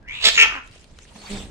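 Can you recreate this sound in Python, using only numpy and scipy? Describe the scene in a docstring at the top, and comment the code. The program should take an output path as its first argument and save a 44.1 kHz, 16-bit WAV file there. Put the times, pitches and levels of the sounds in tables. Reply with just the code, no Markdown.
"""A cat hisses, spits, screeches and trails off in a rasp as it wrestles another on a woven mat.
The hiss is fluttering breath in an opening mouth; the cries are vocal-fold pulses ringing the throat.
Fur and claws scuff the mat, bodies bump the floor, and a short low grunt ends the tussle.
The room is small, and the loudest peaks overload a hand-held microphone close by."""
import sys
import numpy as np
from scipy import signal
from scipy.fft import rfft, irfft
from scipy.io import wavfile
from scipy.ndimage import uniform_filter1d

SR = 44100
rng = np.random.default_rng(int(sys.argv[2]) if len(sys.argv) > 2 else 0)


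def wrap_up_sound(samples):
    """Save the sound to the file named by the first command line argument, as 16-bit audio."""
    columns = np.atleast_2d(samples).T
    # keep every value between -1 and 1, then stretch to whole-number steps
    tamed = np.clip(columns, -1, 1)
    steps = np.round(tamed * 32767).astype(np.int16)
    wavfile.write(sys.argv[1], SR, steps)


N = 66150
T = np.arange(N) / SR
HZ = np.maximum(np.fft.rfftfreq(2 * N, 1 / SR), 1)
FLUTTER_HZ, FLUTTER_DEPTH = 82.35, 0.75
CUTOFF_HZ = 16000


def hiss():
    """Fluttering breath rings in the mouth; as the jaw opens, the hiss rises and broadens."""
    # loudness of the hiss: t/s, level/dB
    loudness = [(0.02, -68), (0.076, -51.5), (0.081, -36), (0.2, -39.5), (0.235, -29.5)]
    # the mouth's lowest resonance (ringing tone): t/s, f/Hz
    mouth = [(0.05, 1620), (0.083, 2070), (0.115, 2396), (0.15, 2580), (0.22, 2730)]
    # all its resonances: multiple of the lowest, base width/Hz, level/dB
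    resonances = [(1.0, 365, 8), (1.39, 130, 1.5), (2.72, 1100, -10)]
    mouth_hz, = in_time(mouth)
    opening = (mouth_hz / mouth_hz.max()) ** 2.5
    air, breath = rng.standard_normal(N), 0
    for order, (multiple, width, db) in enumerate(resonances):
        hz, spread = multiple * mouth_hz, 2 * width * opening
        band = even(resonate(resonate(air, hz, spread), hz, spread))
        breath += from_db(db) * band * (opening if order else 1)
    breath += from_db(-8) * opening * rms_one(colour(air, [(1100, 13), (6000, -44)]))
    tremble = np.exp(2 * FLUTTER_DEPTH * opening * flutter())
    return even(even(breath) * tremble) * envelope(loudness)


def cry(curve, throat, jitter, uneven_db, doubling, puff_decay, warble):
    """The vocal folds pulse and let out a puff of air each cycle; both ring the throat."""
    _, pitch_hz, noise_share = in_time(curve)
    shake = flutter()
    turns = np.cumsum(pitch_hz * (1 + jitter * drift(250) + warble * shake)) / SR
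    cycle = turns.astype(int)
    uneven = from_db(uneven_db * np.clip(rng.standard_normal(N), -2, 2))
    strong_then_weak = 1 + doubling * (-1) ** np.arange(N)
    strength = (uneven * strong_then_weak)[cycle]
    pulses = colour(np.diff(cycle, prepend=0) * strength, throat)
    air = signal.sosfilt(signal.butter(1, 680, "high", fs=SR, output="sos"), rng.standard_normal(N))
    puffs = colour(air * strength * np.exp(-puff_decay * (turns % 1)), throat)
    tone = np.sqrt(1 - noise_share) * even(pulses)
    breath = np.sqrt(noise_share) * even(puffs) * (1 + FLUTTER_DEPTH * shake)
    return even(tone + breath) * envelope(curve)


def flutter():
    """The throat flutters at an unsteady rate; -1 to 1."""
    return np.cos(2 * np.pi * np.cumsum(FLUTTER_HZ * (1 + .2 * drift(40))) / SR)


def spit():
    """A sudden cry, full of breath."""
    # the voice: t/s, level/dB, pitch/Hz, noise share
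    curve = [(0.2, -47, 429.5, 0.7), (0.241, -20.5, 427.6, 0.62), (0.251, -8.5, 430.2, 0.73),
             (0.272, -12, 440.6, 0.42), (0.292, -13.5, 447.2, 0.4), (0.32, -40.5, 446, 0.5),
             (0.355, -23.5, 434, 0.98)]
    # tone of throat and mouth: f/Hz, level/dB
    throat = [(200, -27.5), (435, -16.5), (640, -7.5), (760, -16.5), (1400, -13.5), (1950, -6), (2850, -5),
              (3450, 1.5), (4600, -5), (5760, -14), (6700, -14.5), (7600, -11.5), (9700, -30),
              (15000, -31.5)]
    return cry(curve, throat, jitter=0.02, uneven_db=0, doubling=0.27, puff_decay=1.16, warble=0.015)


def screech():
    """A loud cry, roughened by strong and weak pulses taking turns."""
    # the voice: t/s, level/dB, pitch/Hz, noise share
    curve = [(0.358, -31, 451.1, 0.98), (0.372, -21.5, 447.6, 0.78), (0.379, -12, 450.3, 0.26),
             (0.402, -9.5, 455.8, 0.41), (0.43, -7, 452, 0.22), (0.452, -21.5, 444.6, 0.49)]
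    # tone of throat and mouth: f/Hz, level/dB
    throat = [(250, -39.5), (450, -18.5), (680, -25.5), (950, -16), (1500, -10), (1850, -2.5), (2550, 6),
              (3150, -1), (3550, -14.5), (4800, -15), (6600, -20), (7800, -32), (15000, -43)]
    return cry(curve, throat, jitter=0.0097, uneven_db=0.5, doubling=0.33, puff_decay=0.45, warble=0.035)


def rasp():
    """Uneven pulses slow down, so the pitch sinks as the voice fades."""
    # the voice: t/s, level/dB, pitch/Hz, noise share
    curve = [(0.44, -24, 450.2, 0.21), (0.5, -34.5, 448.8, 0.25), (0.53, -32.5, 367.6, 0.67),
             (0.56, -32.5, 271.6, 0.47), (0.585, -34, 253.2, 0.26), (0.615, -53, 240, 0.091)]
    # tone of throat and mouth: f/Hz, level/dB
    throat = [(180, -44.5), (260, -4), (400, -17), (700, -10), (1350, -0.5), (2000, -9), (2700, -7),
              (3800, -33.5), (6300, -36), (12000, -50)]
    return cry(curve, throat, jitter=0.028, uneven_db=2, doubling=0.05, puff_decay=2.1, warble=0.02)


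def whistles():
    """Air whistles past the teeth."""
    # each whistle: t/s, length/s, from/Hz, to/Hz, level/dB
    sweeps = [(0.128, 0.056, 3560, 3700, -44.5), (0.325, 0.12, 7266, 5970, -31.5)]
    return glides(sweeps, width_hz=490)


def grunt():
    """Slow pulses make a short, muffled note."""
    # the voice: t/s, level/dB, pitch/Hz, noise share
    curve = [(1.16, -49.5, 209, 0.21), (1.288, -55, 205, 0.3), (1.304, -34, 200.7, 0.05),
             (1.335, -30, 205.4, 0.03), (1.36, -33.5, 194.5, 0.12), (1.39, -39.5, 196.7, 0.47),
             (1.5, -49, 194.8, 0.82)]
    # tone of throat and mouth: f/Hz, level/dB
    throat = [(120, -2), (200, 3), (400, -5.5), (600, -14), (1200, -33)]
    return cry(curve, throat, jitter=0.021, uneven_db=1, doubling=0.023, puff_decay=2.6, warble=0)


def fur():
    """Fur scuffs the mat, then a body slides away, zipping over the ribs of the weave."""
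    # loudness of each rub: t/s, level/dB
    scuff = [(0.64, -59), (0.715, -56.5), (0.74, -47), (0.8, -55.5), (0.95, -60.5), (1.02, -50), (1.1, -63)]
    slide = [(1.08, -56), (1.15, -50), (1.161, -41.5), (1.175, -48.5), (1.294, -40), (1.302, -36.5),
             (1.37, -38.5), (1.43, -41.5), (1.5, -53.5)]
    # tone of each rub: f/Hz, level/dB
    scuff_tone = [(400, -22), (1300, -1), (2700, 5.5), (6500, 2), (9300, -0.5), (11000, -20.5),
                  (15000, -24)]
    slide_tone = [(400, -7.5), (750, -1), (1400, -7.5), (3100, -4.5), (6300, -10.5), (8800, -8.5),
                  (11000, -24.5), (15000, -27)]
    # each zip: t/s, length/s, from/Hz, to/Hz, level/dB
    zips = [(1.02, .03, 6100, 6300, -53), (1.165, .095, 4250, 4450, -52), (1.25, .035, 4400, 4650, -45),
            (1.31, .14, 3750, 3400, -45), (1.3, .17, 7900, 7500, -49)]
    return (rub(scuff, scuff_tone, grain_db=1.5, grain_hz=93.3)
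            + rub(slide, slide_tone, grain_db=0.5, grain_hz=199)
            + glides(zips, width_hz=240))


def rub(level, spectrum, grain_db, grain_hz, bands=22, swell_db=3.5, swell_hz=25):
    """Fur catches on the weave in tiny uneven grains, each band swelling and fading on its own."""
    noise, out = rfft(diffuse(spectrum), 2 * N), 0
    centres = np.linspace(0, np.sqrt(CUTOFF_HZ), bands)
    for share in np.eye(bands):
        band = irfft(noise * np.interp(np.sqrt(HZ), centres, share))[:, :N]
        out += band * from_db(swell_db * drift(swell_hz))
    return rms_one(out * from_db(grain_db * drift(grain_hz))) * envelope(level)


def feet():
    """Claws tick and paws pat on the mat."""
    # each strike: t/s, level/dB, centre/Hz
    claws = [(0.028, -60, 2560), (0.085, -53, 6940), (0.675, -46.5, 7700), (0.712, -49.5, 6360),
             (0.843, -47, 3030), (0.9878, -37.5, 1800)]
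    paws = [(0.759, -44.5, 634), (0.908, -51, 563), (1.052, -47, 2050)]
    ticks = panned(taps(claws, octaves=1.7, decay_s=0.0025), pan_db=8)
    return ticks + taps(paws, octaves=0.28, decay_s=0.0036)


def taps(rows, octaves, decay_s, top_hz=7550):
    """Each strike is a dry, very short burst of noise."""
    out = 0
    for s, db, hz in rows:
        band = np.exp(-.5 * (np.log2(HZ / hz) / octaves) ** 2) / (1 + (HZ / top_hz) ** 4)
        snap = rms_one(irfft(rfft(rng.standard_normal(2 * N)) * band)[:N])
        out += snap * from_db(db) * (T >= s) * np.exp(-np.abs(T - s) / decay_s)
    return out


def bumps(rise_s=0.0031, decay_s=0.0043):
    """Soft weight lands on the floor, which swings once or twice and stops."""
    # each landing: t/s, level/dB, f/Hz
    landings = [(0.27, -21, 220), (0.365, -29, 188), (0.706, -29.5, 110.5), (0.924, -32, 144),
                (1.157, -26, 185)]
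    out = 0
    for s, db, hz in landings:
        age = np.maximum(T - s, 0)
        swell = (1 - np.exp(-age / rise_s)) * np.exp(-age / decay_s)
        out += from_db(db) * np.sin(2 * np.pi * hz * age) * swell
    return out


def room_response(fade_s=0.35):
    """The room's echo on each side, dying by 60 dB in fade_s."""
    tail = rng.standard_normal((2, N)) * np.exp(-np.log(1000) * T / fade_s)
    return rms_one(tail * np.clip(T / 0.00077 - .5, 0, 1)) / np.sqrt(N)


def place(x, room, pan_db, room_db, lag_s=0.00013):
    """A near sound reaches the microphone's right side first, then the room answers."""
    left = irfft(rfft(x, 2 * N) * np.exp(-2j * np.pi * HZ * lag_s))[:N]
    echo = signal.fftconvolve(x[None], room, axes=1)[:, :N]
    return panned(np.array([left, x]), pan_db) + from_db(room_db) * echo


def background():
    """The hand on the microphone rumbles over the hush of the room."""
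    # loudness of the rumble: t/s, level/dB
    rumble = [(0.0, -46.5), (0.5, -45), (0.62, -51), (1.28, -52), (1.33, -39), (1.5, -39.5)]
    # its tone: f/Hz, level/dB
    rumble_tone = [(22, -5.5), (60, -11), (135, -21.5), (220, -30)]
    # tone of the still room: f/Hz, level/dB
    hush = [(30, 3), (400, -5.5), (1200, -16), (8500, -37.5), (14000, -51)]
    return diffuse(rumble_tone) * envelope(rumble) + from_db(-54.5) * diffuse(hush)


def diffuse(spectrum):
    """Noise from all around, alike on both sides in the bass but hardly in the treble."""
    # left against right: f/Hz, likeness (1 = the same)
    likeness = [(200, 0.86), (2500, 0.094)]
    mid, side = rfft(rng.standard_normal((2, 2 * N)))
    alike = at_hz(likeness, HZ)
    pair = irfft(np.sqrt(1 + alike) * mid + np.sqrt(1 - alike) * side * [[1], [-1]])[:, :N]
    return rms_one(colour(pair, spectrum))


def glides(rows, width_hz):
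    """Narrow noise that swells and fades while its pitch slides."""
    out = 0
    for s, length, from_hz, to_hz, db in rows:
        along = np.clip((T - s) / length, 0, 1)
        hz = from_hz + (to_hz - from_hz) * along
        slow = irfft(rfft(rng.standard_normal((2, 2 * N))) / (1 + (HZ / width_hz) ** 2) ** 2)[:, :N]
        phase = 2 * np.pi * np.cumsum(hz) / SR
        band = rms_one(slow[0] * np.cos(phase) + slow[1] * np.sin(phase))
        out += from_db(db) * np.sin(np.pi * along) * band
    return out


def resonate(x, hz, width_hz, size=64):
    """A ringing filter whose centre and width move."""
    out, state, radius = np.zeros(N), np.zeros(2), np.exp(-np.pi * width_hz / SR)
    for i in range(0, N, size):
        r = radius[i]
        feed = np.array([1, 0, -1]) * (1 - r * r) / 2
        feedback = [1, -2 * r * np.cos(2 * np.pi * hz[i] / SR), r * r]
        out[i:i + size], state = signal.lfilter(feed, feedback, x[i:i + size], zi=state)
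    return out


def colour(x, spectrum):
    """Give a sound the tone in a table, falling away past the table's ends."""
    octaves_below = np.maximum(np.log2(spectrum[0][0] / HZ), 0)
    octaves_above = np.maximum(np.log2(HZ / spectrum[-1][0]), 0)
    db = at_hz(spectrum, HZ) - 18 * np.minimum(octaves_below + octaves_above, 4)
    # minimum phase: the filter rings only after a sound, never before
    cepstrum = irfft(np.log(from_db(db)))
    cepstrum[1:N] *= 2
    cepstrum[N + 1:] = 0
    return irfft(rfft(x, 2 * N) * np.exp(rfft(cepstrum)))[..., :N]


def envelope(rows):
    """Gain from a curve's level column, dying quickly outside its span."""
    outside = np.maximum(rows[0][0] - T, 0) + np.maximum(T - rows[-1][0], 0)
    return from_db(in_time(rows)[0]) * np.exp(-outside / .01)


def in_time(rows):
    """Each column of a curve, sample by sample."""
    s, *columns = np.transpose(rows)
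    return [np.interp(T, s, c) for c in columns]


def at_hz(points, hz):
    """Read between a table's frequencies, with octaves evenly spaced."""
    f, value = np.transpose(points)
    return np.interp(np.log(hz), np.log(f), value)


def drift(rate_hz):
    """A random wander of typical size 1."""
    return rms_one(irfft(rfft(rng.standard_normal(2 * N)) / (1 + (HZ / rate_hz) ** 2))[:N])


def even(x):
    """Hold the level steady over a few cycles."""
    return x / np.sqrt(np.maximum(uniform_filter1d(x ** 2, size=800), 1e-12))


def panned(x, pan_db):
    """Make the left side pan_db louder than the right."""
    return x * from_db(np.array([[.5], [-.5]]) * pan_db)


def from_db(db):
    """Decibels to gain."""
    return 10 ** (np.asarray(db) / 20)


def rms_one(x):
    """Scale to an average power of 1."""
    return x / np.sqrt(np.mean(x ** 2) + 1e-20)


def scene():
    """Cat sounds in the room, over the scuffle and the rumble."""
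    room = room_response()
    voices = (place(hiss(), room, pan_db=1, room_db=2)
              + place(spit(), room, pan_db=-3, room_db=-6)
              + place(screech(), room, pan_db=1, room_db=-6.5)
              + place(rasp(), room, pan_db=0.2, room_db=-5.5)
              + place(whistles(), room, pan_db=-9.5, room_db=-5.5)
              + panned(grunt(), pan_db=-1.5))
    return voices + fur() + feet() + bumps() + panned(background(), pan_db=-0.5)


def record(dry):
    """The microphone colours each side, flattens the loudest peaks and dulls the treble."""
    # how its two openings differ: f/Hz, left minus right/dB
    balance = [(500, -1.5), (2500, 1), (4500, -3.5), (8000, 1.5), (12000, 10)]
    sides = irfft(panned(rfft(dry, 2 * N), at_hz(balance, HZ)))[:, :N]
    limited = sides / (1 + sides ** 8) ** (1 / 8)
    dulled = signal.sosfilt(signal.butter(2, 9900, fs=SR, output="sos"), limited)
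    return signal.sosfilt(signal.cheby2(20, 60, CUTOFF_HZ + 500, fs=SR, output="sos"), dulled)


dry = scene()
out = record(dry)
wrap_up_sound(out)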